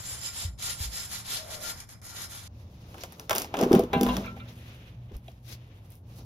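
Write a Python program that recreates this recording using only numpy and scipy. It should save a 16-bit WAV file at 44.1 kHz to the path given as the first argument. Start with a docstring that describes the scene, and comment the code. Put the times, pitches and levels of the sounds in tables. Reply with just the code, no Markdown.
"""A garage: a wire brush scrubs a rusty wheel hub in quick strokes, and the hub sings in thin high modes.
At 2.478 s we are at once closer to the floor: an iron bracket clatters, drags and clunks on a gritty box.
Brush and grit are shaped noise with uneven clicks; hub, box and bracket are sums of decaying modes.
Both spots are heard in stereo over the low rumble and hum of the building."""
import sys
import numpy as np
from scipy import signal
from scipy.fft import rfft, irfft, next_fast_len
from scipy.io import wavfile
from scipy.ndimage import uniform_filter1d

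SR = 44100
rng = np.random.default_rng(int(sys.argv[2]) if len(sys.argv) > 2 else 0)


def wav_out(sig):
    """Save sig, one row per channel (or a flat mono array), as 16-bit PCM at SR to the path in sys.argv[1]."""
    wavfile.write(sys.argv[1], SR, np.round(np.clip(np.atleast_2d(sig).T, -1, 1) * 32767).astype(np.int16))


N = 275624
PAD = next_fast_len(N, True)
T = np.arange(N) / SR  # time, s
F = np.fft.rfftfreq(PAD, 1 / SR)  # frequency bins, Hz

# slow course of the building noise: t/s, rumble level/dB, hum level/dB
BUILDING = [(0, -50.5, -51.5), (.9, -49.5, -58), (1.3, -52, -60), (2.4, -51, -64), (2.6, -46, -61.5),
            (3.3, -50, -58.5), (3.95, -39, -57), (4.2, -45.5, -48.5), (4.9, -48.5, -47), (5.6, -50, -52.5),
            (6.25, -50, -56.5)]


def undb(db):
    """Amplitude ratio of a level in dB."""
    return 10 ** (np.asarray(db) / 20)


def unit(x):
    """Scales to rms 1."""
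    return x / np.sqrt(np.mean(x ** 2))


def white():
    """White noise of rms near 1 over the whole scene."""
    return rng.standard_normal(N)


def over_hz(table):
    """A (f/Hz, value) table on every frequency bin, straight on a log axis."""
    hz, value = np.transpose(table)
    return np.interp(np.log(F + 1), np.log(hz + 1), value)


def over_time(table):
    """Each column of a timed table, straight between its points."""
    s, *columns = np.transpose(table)
    return [np.interp(T, s, c) for c in columns]


def colour(x, table):
    """Shapes a spectrum; white noise of rms 1 keeps rms 1."""
    return irfft(rfft(x, PAD) * unit(undb(over_hz(table))), PAD)[..., :N]


def ring(x, hz, t60):
    """One decaying mode; a unit push rings with amplitude 1."""
    pole = np.exp(2j * np.pi * hz / SR - np.log(1000) / (t60 * SR))
    return signal.lfilter([1], [1, -pole], x).imag


def grains(rate, spread_db, smooth):
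    """Random clicks of very uneven size, about rate per s, over a smooth hiss; rms 1."""
    biggest = 3  # the largest click, in spreads above the smallest
    size_db = spread_db * np.minimum(rng.exponential(size=N), biggest)
    size = undb(size_db) * (rng.random(N) < rate / SR)
    clicks = unit(size * white())
    return unit(clicks + smooth * white())


def walk(rate):
    """A wandering level: about rate random values per s joined by straight slopes, spread near 1."""
    k = int(SR / rate)
    steps = np.repeat(rng.standard_normal(N // k + 1), k)
    return unit(uniform_filter1d(steps, k))[:N]


def arches(s, rise, fall, db, edge_db, power):
    """Summed swells: each peaks at s and is edge_db down one rise time before and one fall time after."""
    s, rise, fall, db = (np.reshape(c, (-1, 1)) for c in (s, rise, fall, db))
    t = T[::32]  # a coarse clock is enough for slow swells
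    away = np.where(t < s, (s - t) / rise, (t - s) / fall)
    return np.interp(T, t, undb(db - edge_db * away ** power).sum(axis=0))


def pushes(s, db):
    """Single-sample impulses at the times s."""
    x = np.zeros(N)
    x[(np.asarray(s) * SR).astype(int)] = undb(db)
    return x


def crack(s, db, t60, tail_db=-16, tail_t60=0.14, edge=1.07):
    """Each push is a sharp edge, a burst of noise that dies quickly and a short tail off the floor."""
    push = pushes(s, db)
    burst, tail = (signal.lfilter([1], [1, -undb(-60 / (t * SR))], push) for t in (t60, tail_t60))
    return edge * push + (burst + undb(tail_db) * tail) * white()


def struck(modes, s, db, centre_hz, octaves, hold=0.56, soft=0.0012, detune=0.0061):
    """One blow: modes near its strongest pitch ring most, at slightly random level, pitch and phase."""
    t = np.arange(int((hold + .05) * SR)) / SR
    hz, mode_db, t60 = (c[:, None] for c in np.transpose(modes))
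    chance = rng.standard_normal((3, len(modes), 1))
    off_centre = np.log2(hz / centre_hz) / octaves
    gain = undb(db + mode_db + 2 * chance[0] - 6 * off_centre ** 2)
    phase = 2 * np.pi * hz * (1 + detune * chance[1]) * t + chance[2]
    wave = (gain * np.sin(phase) * undb(-60 * t / t60)).sum(axis=0)
    onset = 1 - np.exp(-t / soft)  # a softer contact starts slower
    damping = undb(-60 * np.maximum(t - hold, 0) / 0.021)  # choked after hold s
    out, i = np.zeros(N), int(s * SR)
    out[i:i + len(t)] = (wave * onset * damping)[:N - i]
    return out


def air():
    """Faint steady hiss of the garage: shaped white noise."""
    # spectrum: f/Hz, level/dB
    air_tone = [(800, 31), (1500, -15), (4000, -7), (9000, -36), (15500, 8)]
    return undb(-77) * colour(white(), air_tone)


def rumble():
    """Low rumble of the building: shaped noise whose level wavers."""
    # spectrum: f/Hz, level/dB per Hz
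    rumble_tone = [(15, -35), (25, -17), (64, 2.5), (109, 4), (141, -6.5), (167, -3.5), (209, -9.5),
                   (476, -25), (528, -20.5), (852, -24), (928, -26.5), (1500, -36), (1950, -41),
                   (3300, -120)]
    rumble_db = over_time(BUILDING)[0] + 0.9 * walk(4)
    return undb(rumble_db) * unit(colour(white(), rumble_tone))


def hum():
    """Narrow mains hum: noise through one sharp resonance."""
    hum_db = over_time(BUILDING)[1]
    return undb(hum_db) * unit(ring(white(), hz=119.37, t60=1.0))


def bumps():
    """Dull bumps that reach the camera body: one low mode each, softly started."""
    # t/s, level/dB, f/Hz, t60/s
    bump_list = [(0.448, -7, 83, 0.091), (0.463, -23.5, 58, 0.32), (0.803, -7, 77, 0.064),
                 (0.851, -24, 56, 0.22), (4.061, -27, 53.5, 0.52), (5.127, -24, 61, 0.16),
                 (5.154, -13, 50.3, 0.055)]
    return sum(struck([(hz, 0, t60)], s, db, hz, 1, soft=0.025) for s, db, hz, t60 in bump_list)


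def slide():
    """Rust grit and a sleeve rub over the cardboard: uneven clicks in three bands over a dull noise."""
    # rubs: loudest at t/s, rise/s, fall/s, grit level/dB, rustle level/dB, top level/dB, cardboard level/dB
    rubs = [(2.61, 0.23, 0.12, -70, -70, -73, -67), (3.0, 0.48, 0.46, -56, -58.5, -62, -51.5),
            (3.012, 0.012, 0.049, -68, -51, -65, -67), (3.2, 0.081, 0.18, -69, -66, -67, -52.5),
            (3.36, 0.064, 0.2, -43, -49.5, -64, -37), (3.6, 0.083, 0.16, -43, -50.5, -73, -27.5),
            (3.75, 0.097, 0.14, -40.5, -48, -78, -25.5), (3.98, 0.12, 0.28, -49.5, -67, -87, -35),
            (4.13, 0.18, 0.25, -43.5, -48.5, -55, -34), (4.37, 0.026, 0.14, -67, -88, -94, -62),
            (4.49, 0.015, 0.1, -74, -66, -64, -58), (4.7, 0.76, 0.66, -57, -65.5, -67.5, -58.5),
            (4.88, 0.24, 0.075, -60.5, -82, -84, -77), (5.098, .04, .04, -65.5, -89, -85.5, -68),
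            (5.15, 0.039, 0.045, -58, -63.5, -67, -51.5), (5.298, 0.14, 0.15, -65, -72, -69, -81),
            (5.491, 0.022, .03, -62.5, -70, -54, -60), (5.529, 0.096, 0.042, -52.5, -49, -49, -57),
            (5.62, 0.27, 0.37, -64, -72.5, -77, -66), (5.76, 0.18, 0.21, -69.5, -80, -78, -64.5),
            (5.86, 0.045, 0.034, -75, -74, -68, -64), (5.921, 0.087, 0.12, -66, -69, -61.5, -65.5),
            (6.11, 0.13, 0.14, -66.5, -71.5, -71, -63), (6.2, 0.12, 0.1, -64, -60.5, -59.5, -53.5)]
    # spectra of grit, rustle, top and cardboard: f/Hz, level/dB
    grit_tone = [(900, -0.5), (1600, 5.5), (2700, 9), (3600, 4.5), (4600, -17), (6500, -39), (8000, -46)]
    rustle_tone = [(2500, -43), (3800, 5), (5500, 6.5), (6800, 2.5), (7800, -17)]
    top_tone = [(5500, -30), (8000, 0), (12000, -4), (15800, -7)]
    card_tone = [(120, -26), (220, 4), (450, 1.5), (800, -4.5), (1300, -8.5), (2200, -35)]
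    *when, grit_db, rustle_db, top_db, card_db = np.transpose(rubs)
    grit_level, rustle_level, top_level, card_level = (
        arches(*when, db, edge_db=27.5, power=1.16) for db in (grit_db, rustle_db, top_db, card_db))
    clicks = undb(2.6 * walk(30)) * grains(2500, 1.7, 1.14)
    grit = grit_level * colour(clicks, grit_tone)
    rustle = rustle_level * colour(clicks, rustle_tone)
    top = top_level * colour(clicks, top_tone)
    card = card_level * undb(0.5 * walk(25)) * colour(white(), card_tone)
    return grit + rustle + top + card


def box_blows():
    """The box booms in its own modes under soft blows, each with a dead low thud just behind it."""
    # blows: t/s, level/dB, strongest f/Hz, thud above it/dB
    blows = [(3.307, -22, 780, 5), (3.348, -30.5, 440, -6.5), (3.538, -23.5, 714, 10),
             (3.585, -16, 417, -7), (3.604, -14.5, 496, -15), (3.628, -11, 280, -5), (3.66, -13.5, 286, 0),
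             (3.71, -8, 348, 2), (3.734, -5, 360, 1), (3.742, -9, 240, 3), (3.761, -11.5, 199, -1),
             (3.779, -19, 380, -3), (3.793, -10.5, 422, 4), (3.808, -26, 400, -5), (3.833, -19, 346, -4),
             (3.85, -26.5, 170, -13), (3.932, -17, 353, 8), (3.959, -12, 195, -5), (4.009, -13.5, 326, 9),
             (4.028, -16.5, 295, -2), (4.06, -30, 300, 0), (4.086, -18, 198, -10), (4.139, -22.5, 202, -1),
             (4.18, -23, 198, -2), (4.255, -45, 195, -8), (4.334, -41, 211, -11), (4.362, -39, 188.5, -14),
             (4.407, -43, 205, -5), (5.113, -39.5, 318, -9), (5.281, -45, 547, 9)]
    # modes of the box: f/Hz, level/dB, t60/s
    box_modes = [(156.3, -4.5, 0.093), (198, 3, 0.061), (242, -5, 0.12), (331, -4.5, 0.063),
                 (359, 0.5, 0.049), (395.7, -1, 0.064), (493, -4, 0.097), (658, -4, 0.07), (810, -8, 0.06)]
    thud_t60, thud_late = 0.011, 0.00293  # s
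    out = np.zeros(N)
    for s, db, hz, thud_db in blows:
        out += struck(box_modes, s, db, hz, 0.75, hold=.25, soft=0.0055)
        thud_mode = [(1.107 * hz, thud_db, thud_t60)]
        out += struck(thud_mode, s + thud_late, db, hz, 4, hold=.03, soft=0.00098)
    return out


def minor_modes(count=44):
    """Unevenly spaced weak modes of the cast bracket: f/Hz, level/dB, t60/s."""
    chance = rng.standard_normal((count, 3)).T
    hz = np.linspace(880, 4050, count) * (1 + 0.019 * chance[0])
    return np.column_stack([hz, -23 + 4 * chance[1], .15 * undb(1.3 * chance[2])])


def garage_echo(dry_sound):
    """Floor and walls answer: the sound convolved with a short decaying noise."""
    t = T[:SR // 4]
    echo = rng.standard_normal(SR // 4) * undb(-60 * t / .2)  # t60 .2 s
    return undb(-16) * signal.fftconvolve(dry_sound, echo / np.linalg.norm(echo))[:N]


def bracket(minor):
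    """The iron bracket rings in many modes until it is gripped or lands, and the garage answers."""
    # strikes: t/s, level/dB, strongest f/Hz, spread/octaves, until gripped or landed/s
    strikes = [(3.295, -30.5, 1560, 1.5, 0.026), (3.31, -29, 1130, 0.95, 0.025),
               (3.541, -28.5, 985, 1.95, 0.016), (3.585, -32, 650, 0.2, 0.03),
               (3.612, -12, 640, 0.15, 0.025), (3.63, -32, 800, 0.23, 0.02), (3.717, -29, 700, 0.34, 0.058),
               (3.733, -22, 790, 0.2, 0.043), (3.741, -24, 510, 0.2, 0.036), (3.79, -30, 800, 0.33, 0.014),
               (3.931, -21, 1000, 2.2, .152), (3.933, -27, 2700, .6, .07), (4.012, -24, 300, .8, .13),
               (4.086, -19, 1005, .15, .058), (4.088, -24, 3000, .2, .04), (4.089, -28, 3750, .15, .04),
               (4.09, -30, 1700, .4, .08), (4.15, -29, 215, .4, .6), (4.2, -33, 620, .15, .35),
               (4.14, -34, 3700, .12, .15), (4.245, -36, 1400, .4, .025), (4.255, -29, 1078, .08, .1),
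               (4.366, -42, 2000, .3, .012), (4.262, -31, 2350, .15, .05), (4.27, -40, 3700, .3, .035),
               (4.278, -28, 1350, .15, .09), (4.366, -43, 760, .4, .014), (4.402, -36, 1350, .15, .08),
               (4.397, -40, 2340, 0.33, 0.054), (4.399, -42, 3650, 0.27, 0.022),
               (4.42, -37, 553, 0.12, .22), (4.238, -40, 2400, .5, .03), (4.478, -45, 3700, 0.27, .02),
               (5.281, -36.5, 2940, 0.56, .002), (5.284, -37, 634, 0.22, 0.0038)]
    # strong modes: f/Hz
    iron_hz = [199, 243, 318, 362, 398, 468, 512, 559, 620, 655, 711, 789, 856, 1005, 1078, 1133, 1346,
               1389, 1563, 1640, 1673, 1707, 1879, 2067, 2218, 2340, 2417, 2560, 2635, 2688, 2782, 2961,
               3310, 3560, 3700, 3800, 3950]
    # of each strong mode: level/dB, t60/s
    iron_decay = [(-1.5, 0.87), (-8, 1.71), (-19, 0.19), (-3, 0.1), (-2, 0.15), (-10, 1), (-24, 0.16),
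                  (-13.5, 0.3), (-20, 1.34), (-10.5, 0.5), (-8, 0.13), (-2.5, 0.63), (-14, 0.29),
                  (-11.5, 0.85), (-20, 0.16), (-23, 0.26), (-13.5, 0.25), (-14, 0.16), (-13.5, 0.46),
                  (-26, 0.2), (-15, 0.3), (-25, 0.17), (-26, 0.15), (-16.5, 0.28), (-11.5, 0.064),
                  (-10.5, 0.14), (-17, 0.1), (-14.5, 0.14), (-18, .2), (-20.5, 0.36), (-13.5, 0.25),
                  (-14, 0.075), (-30, 0.13), (-15, 0.0595), (-14, 0.083), (-20, 0.077), (-30, 0.068)]
    modes = np.vstack([np.column_stack([iron_hz, iron_decay]), minor])
    iron = sum(struck(modes, *strike, detune=0.004) for strike in strikes)
    return iron + garage_echo(iron)


def ticks():
    """Iron on iron: each tick is a bright crack, a duller middle, a top edge and a short knock below."""
    # t/s, level/dB, top edge above it/dB, knock above it/dB
    tick_list = [(2.9435, -55, -10, 11), (2.982, -52, 5, 3), (3.036, -30, -2, -9), (3.123, -49, 12, -2),
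                 (3.13, -50, 4, -14), (3.197, -34.5, 4.5, -10), (3.2957, -24.5, 5, -4),
                 (3.3088, -23, -11, 1), (3.312, -36, -10, -6), (3.3303, -31, 2, -2), (3.3517, -31, 14, 0),
                 (3.36, -26, 7, -15), (3.366, -33, -8, -9), (3.3824, -20, 5.5, -19), (3.399, -37, 11, -7),
                 (3.407, -41, -12, -8), (3.4193, -25.5, 1, -17), (3.4454, -38, -8, -5),
                 (3.5412, -37, -30, 3.5), (3.5698, -35, 1, -2.5), (3.59, -31, -5, -6),
                 (3.6126, -25.5, 1, -14), (3.6278, -33, -11, 0.5), (3.635, -33.5, -17, 3),
                 (3.718, -40, 2, 9.5), (3.73, -23.5, 0, -6.5), (3.7507, -33, 8, 0),
                 (3.7937, -30.5, 6.5, -16), (3.837, -45, 4, -1), (3.932, -34.5, -15, 5.5),
                 (4.011, -22, 2, -15), (4.0325, -25.5, 6.5, -9), (4.065, -41, -12, 13),
                 (4.0875, -37, -21, 4), (4.1678, -27.5, 0, -5.5), (4.2592, -48, 5, 2), (4.366, -60, 3, 8.5),
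                 (4.398, -65, -6, 4), (5.086, -68, -11.5, -13), (5.119, -60, -10, 1),
                 (5.1672, -51.5, 12, -18), (5.244, -67, 6, -10), (5.2817, -54, -32, -6),
                 (5.3173, -59, 2, -15), (5.376, -67, -15, -4), (5.724, -69, -10, -11),
                 (5.8488, -60, -3, -17), (5.904, -65, 24, -12), (5.92, -57, 12, -17), (5.954, -65, 20, -14),
                 (6.098, -68, -7.5, -10), (6.19, -59, -4, -13)]
    # spectra of crack, middle, top edge and knock: f/Hz, level/dB
    bright_tone = [(3200, -25), (4600, -3), (5600, 0), (7000, -5), (8500, -8), (10500, -25)]
    middle_tone = [(1400, -19), (2100, 4.5), (2700, 4), (3600, 4.5), (4800, -46)]
    edge_tone = [(6500, -25), (8500, -2), (10000, 0), (13000, -2), (15800, -3)]
    knock_tone = [(250, -9), (600, 3.5), (1100, 2), (1600, -1), (2400, -21)]
    s, db, top_db, knock_db = np.transpose(tick_list)
    middle_db = -1 + 0.66 * knock_db  # heavier ticks are fuller in the middle too
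    bright = colour(crack(s, db, 0.0069, tail_db=-19.5), bright_tone)
    middle = colour(crack(s, db + middle_db, 0.013, edge=3.3), middle_tone)
    top = colour(crack(s, db + top_db, 0.0043, tail_db=-22.0), edge_tone)
    knock = colour(crack(s, db + knock_db, 0.069), knock_tone)
    return bright + middle + top + knock


def contact():
    """Gain of the brush on the rust: it sinks while the brush lifts and is back at once when it lands."""
    # starts to lift t/s, lands t/s, drop level/dB
    lifts = [(0.498, 0.576, -12), (1.838, 1.888, -9), (1.96, 2.015, -9.5)]
    return undb(sum(db * np.clip((T - lift) / (land - lift), 0, 1) * (T < land) for lift, land, db in lifts))


def hub_modes(wires):
    """The hub sings: the wire clicks feed its modes, now well, now badly, as the brush wanders."""
    # modes of the hub: f/Hz
    hub_hz = [1400, 3100, 4610, 5098, 5135, 5172, 6480, 7262, 7320, 9478, 12220, 12980]
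    # of each mode: level/dB, t60/s, fade/dB per s as the brush leaves the spot where it rings best
    hub_decay = [(-43.5, 0.19, 0), (-60, 0.19, 0), (-46, 0.088, 2), (-47, 0.063, 4), (-34.5, 0.17, 3),
                 (-35.5, 0.17, 2), (-55, 0.13, 2), (-24.5, 0.17, 11), (-35, 0.14, 9), (-24.5, 0.21, 21),
                 (-40, 0.27, 20), (-47, .12, 20)]
    out = np.zeros(N)
    for hz, (db, t60, fade_db) in zip(hub_hz, hub_decay):
        feed_db = db + 5.55 * walk(10) - fade_db * T
        out += ring(wires * undb(feed_db), hz, t60)
    return out


def wire_tufts(wires):
    """The bent wire tufts ring briefly, each fed patchily by the clicks."""
    # rings of the tufts: f/Hz
    tuft_hz = [1983, 2380, 3090, 3390, 3550, 3930, 4220, 4500, 6200]
    return sum(ring(wires * undb(-45.5 + 5 * walk(14)), hz, t60=0.094) for hz in tuft_hz)


def hollow_note():
    """A hollow note swells once: noise through one broad resonance."""
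    swell = arches(1.56, .17, .12, -48, edge_db=8.0, power=3.9)
    return swell * unit(ring(white(), hz=628, t60=0.044))


def brush():
    """Hundreds of wire tips catch and slip in strokes; their clicks also feed the hub and the tufts."""
    # strokes: loudest at t/s, rise/s, fall/s, bristle level/dB, low scrape level/dB, middle rasp level/dB
    strokes = [(-.01, .05, 0.03, -44, -50, -62), (0.121, 0.14, 0.12, -42, -50, -53.5),
               (0.257, 0.053, 0.074, -39, -53.5, -50), (0.413, 0.12, 0.086, -41.5, -51, -47.5),
               (0.53, .08, 0.059, -67.5, -66, -69), (0.589, 0.0048, 0.059, -58, -77, -58),
               (0.662, 0.079, 0.13, -37.5, -47.5, -45.5), (0.844, 0.076, 0.057, -39, -52, -48.5),
               (.98, 0.098, 0.13, -38.5, -51, -50), (1.159, 0.088, 0.082, -39.5, -49.5, -50.5),
               (1.326, 0.094, 0.14, -37.5, -46.5, -41.5), (1.545, 0.1, 0.062, -44.5, -48.5, -51.5),
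               (1.684, 0.099, 0.071, -36.5, -45.5, -49.5), (1.806, 0.085, 0.065, -49, -52.5, -66.5),
               (1.919, 0.066, 0.045, -52, -58, -72), (1.985, .05, 0.045, -66, -62, -79),
               (2.022, 0.0076, 0.045, -60, -61, -75), (2.075, 0.048, 0.086, -45, -56, -76),
               (2.212, 0.099, 0.076, -41, -48, -52), (2.352, 0.083, 0.077, -44.5, -52.5, -54.5),
               (2.467, 0.093, 0.059, -50.5, -57.5, -56)]
    # single wires snapping free: t/s, level/dB
    snaps = [(0.214, -36.5), (0.596, -43), (0.625, -30), (0.655, -52), (0.963, -41), (1.0939, -48),
             (1.265, -44), (1.634, -46), (1.684, -35), (1.803, -36.5), (1.891, -43.5), (2.0164, -50),
             (2.1919, -46), (2.3208, -42.5)]
    # spectra of bristles, their top, rasp and low scrape: f/Hz, level/dB
    bristle_tone = [(900, -32), (1800, -3), (3000, -8), (5500, 4.5), (7500, 7.5), (9500, 2.5),
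                    (12000, -15.5)]
    bristle_top_tone = [(7000, -59), (9500, -5), (12000, -1.5), (15500, -1)]
    rasp_tone = [(1800, -19), (2700, -6), (3500, 1), (4400, -3.5), (5800, -23)]
    scrape_tone = [(150, 9), (350, -1), (700, 5.5), (1400, 4.5), (2400, 3.5), (4000, -85)]
    *when, bristle_db, scrape_db, rasp_db = np.transpose(strokes)
    stroke_round = 2.48  # power of each arch; edge_db is the drop where the brush turns
    tips = contact() * undb(2.3 * walk(59.27)) * grains(5000, 3.0, 0.94)
    wires, rasp = (arches(*when, db, 25, stroke_round) * tips for db in (bristle_db, rasp_db))
    wires = wires + crack(*np.transpose(snaps), 0.012, edge=.5)
    hiss = colour(wires, bristle_tone) + undb(-4) * colour(wires, bristle_top_tone)
    scrape_level = contact() * arches(*when, scrape_db, 15.5, stroke_round)
    scrape = scrape_level * colour(grains(1500, 2.8, 1.4), scrape_tone)
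    singing = hub_modes(wires) + wire_tufts(wires) + hollow_note()
    return hiss + colour(rasp, rasp_tone) + scrape + singing


def stereo(source, phase, common, left):
    """Common sound with a phase step, plus an independent draw of it left and right, which widens it."""
    shared, *own = rfft([source() for _ in range(3)], PAD)  # three draws of the same events
    side = np.array([[.5], [-.5]])  # left, right
    share = np.clip(over_hz(common), 0, 1)
    shared = shared * np.exp(1j * side * np.interp(F, *np.transpose(phase)))
    mixed = np.sqrt(share) * shared + np.sqrt(1 - share) * np.array(own)
    return irfft(undb(side * over_hz(left)) * mixed, PAD)[:, :N]


def scene():
    """The hub first, then at once the box and bracket; hum and bumps are alike left and right."""
    # phase of left against right: f/Hz, phase/rad
    phase_hub = [(0, 0), (600, 0), (1700, -1.2), (3600, 0), (5000, -3.1), (6300, -6.3), (7550, -9.4),
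                 (8950, -9.45), (10500, -12.5), (12600, -12.6), (13900, -15.7), (16500, -15.72)]
    phase_box = [(0, 0), (850, 0), (1300, 3), (4900, 0), (8200, -3.1), (9000, -3.4), (11800, -6.2),
                 (13500, -6.4), (16500, -9.3)]
    # share of power common to left and right: f/Hz, share (0 to 1)
    common_hub = [(100, 0.93), (300, 0.55), (1400, 0.32), (5000, 0.25), (6800, 0.12), (7600, 1), (8950, 1),
                  (9700, 0.12), (10700, 1), (12400, 0.67), (13100, 0.41), (13900, 1)]
    common_box = [(500, 1), (750, 0.21), (1200, 0.29), (4000, 0.2), (5800, 0.11), (7600, 1), (9000, 1),
                  (10500, 1), (11700, 0.86), (13500, 1), (15000, .7)]
    common_hits = [(200, 1), (500, 1), (750, 1), (1200, 0.45), (4000, 0.65), (6000, 0.97), (7600, 1),
                   (10500, 0.72), (15000, 0.95)]
    # left minus right: f/Hz, level/dB
    left_hub = [(60, -1), (110, 2), (200, 1.5), (380, 2), (700, 2.5), (1290, 1.5), (2380, 0), (4400, 1),
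                (7400, 0), (15000, 0)]
    left_box = [(400, 0), (700, 1), (1290, 2.1), (2380, -.5), (4400, .8), (8120, 0)]
    at_hub = stereo(lambda: brush() + rumble() + air(), phase_hub, common_hub, left_hub)
    rubbing = stereo(lambda: slide() + rumble() + air(), phase_box, common_box, left_box)
    minor = minor_modes()  # one bracket, the same in every draw
    hits = stereo(lambda: ticks() + box_blows() + bracket(minor), phase_box, common_hits, left_box)
    change = 2.478  # s, the place changes abruptly
    return np.where(T < change, at_hub, rubbing + hits) + hum() + bumps()


def record(dry):
    """The camera cuts the top steeply above 15750 Hz."""
    return signal.sosfilt(signal.ellip(8, .2, 60, 15750, fs=SR, output="sos"), dry)


dry = scene()
out = record(dry)
wav_out(out)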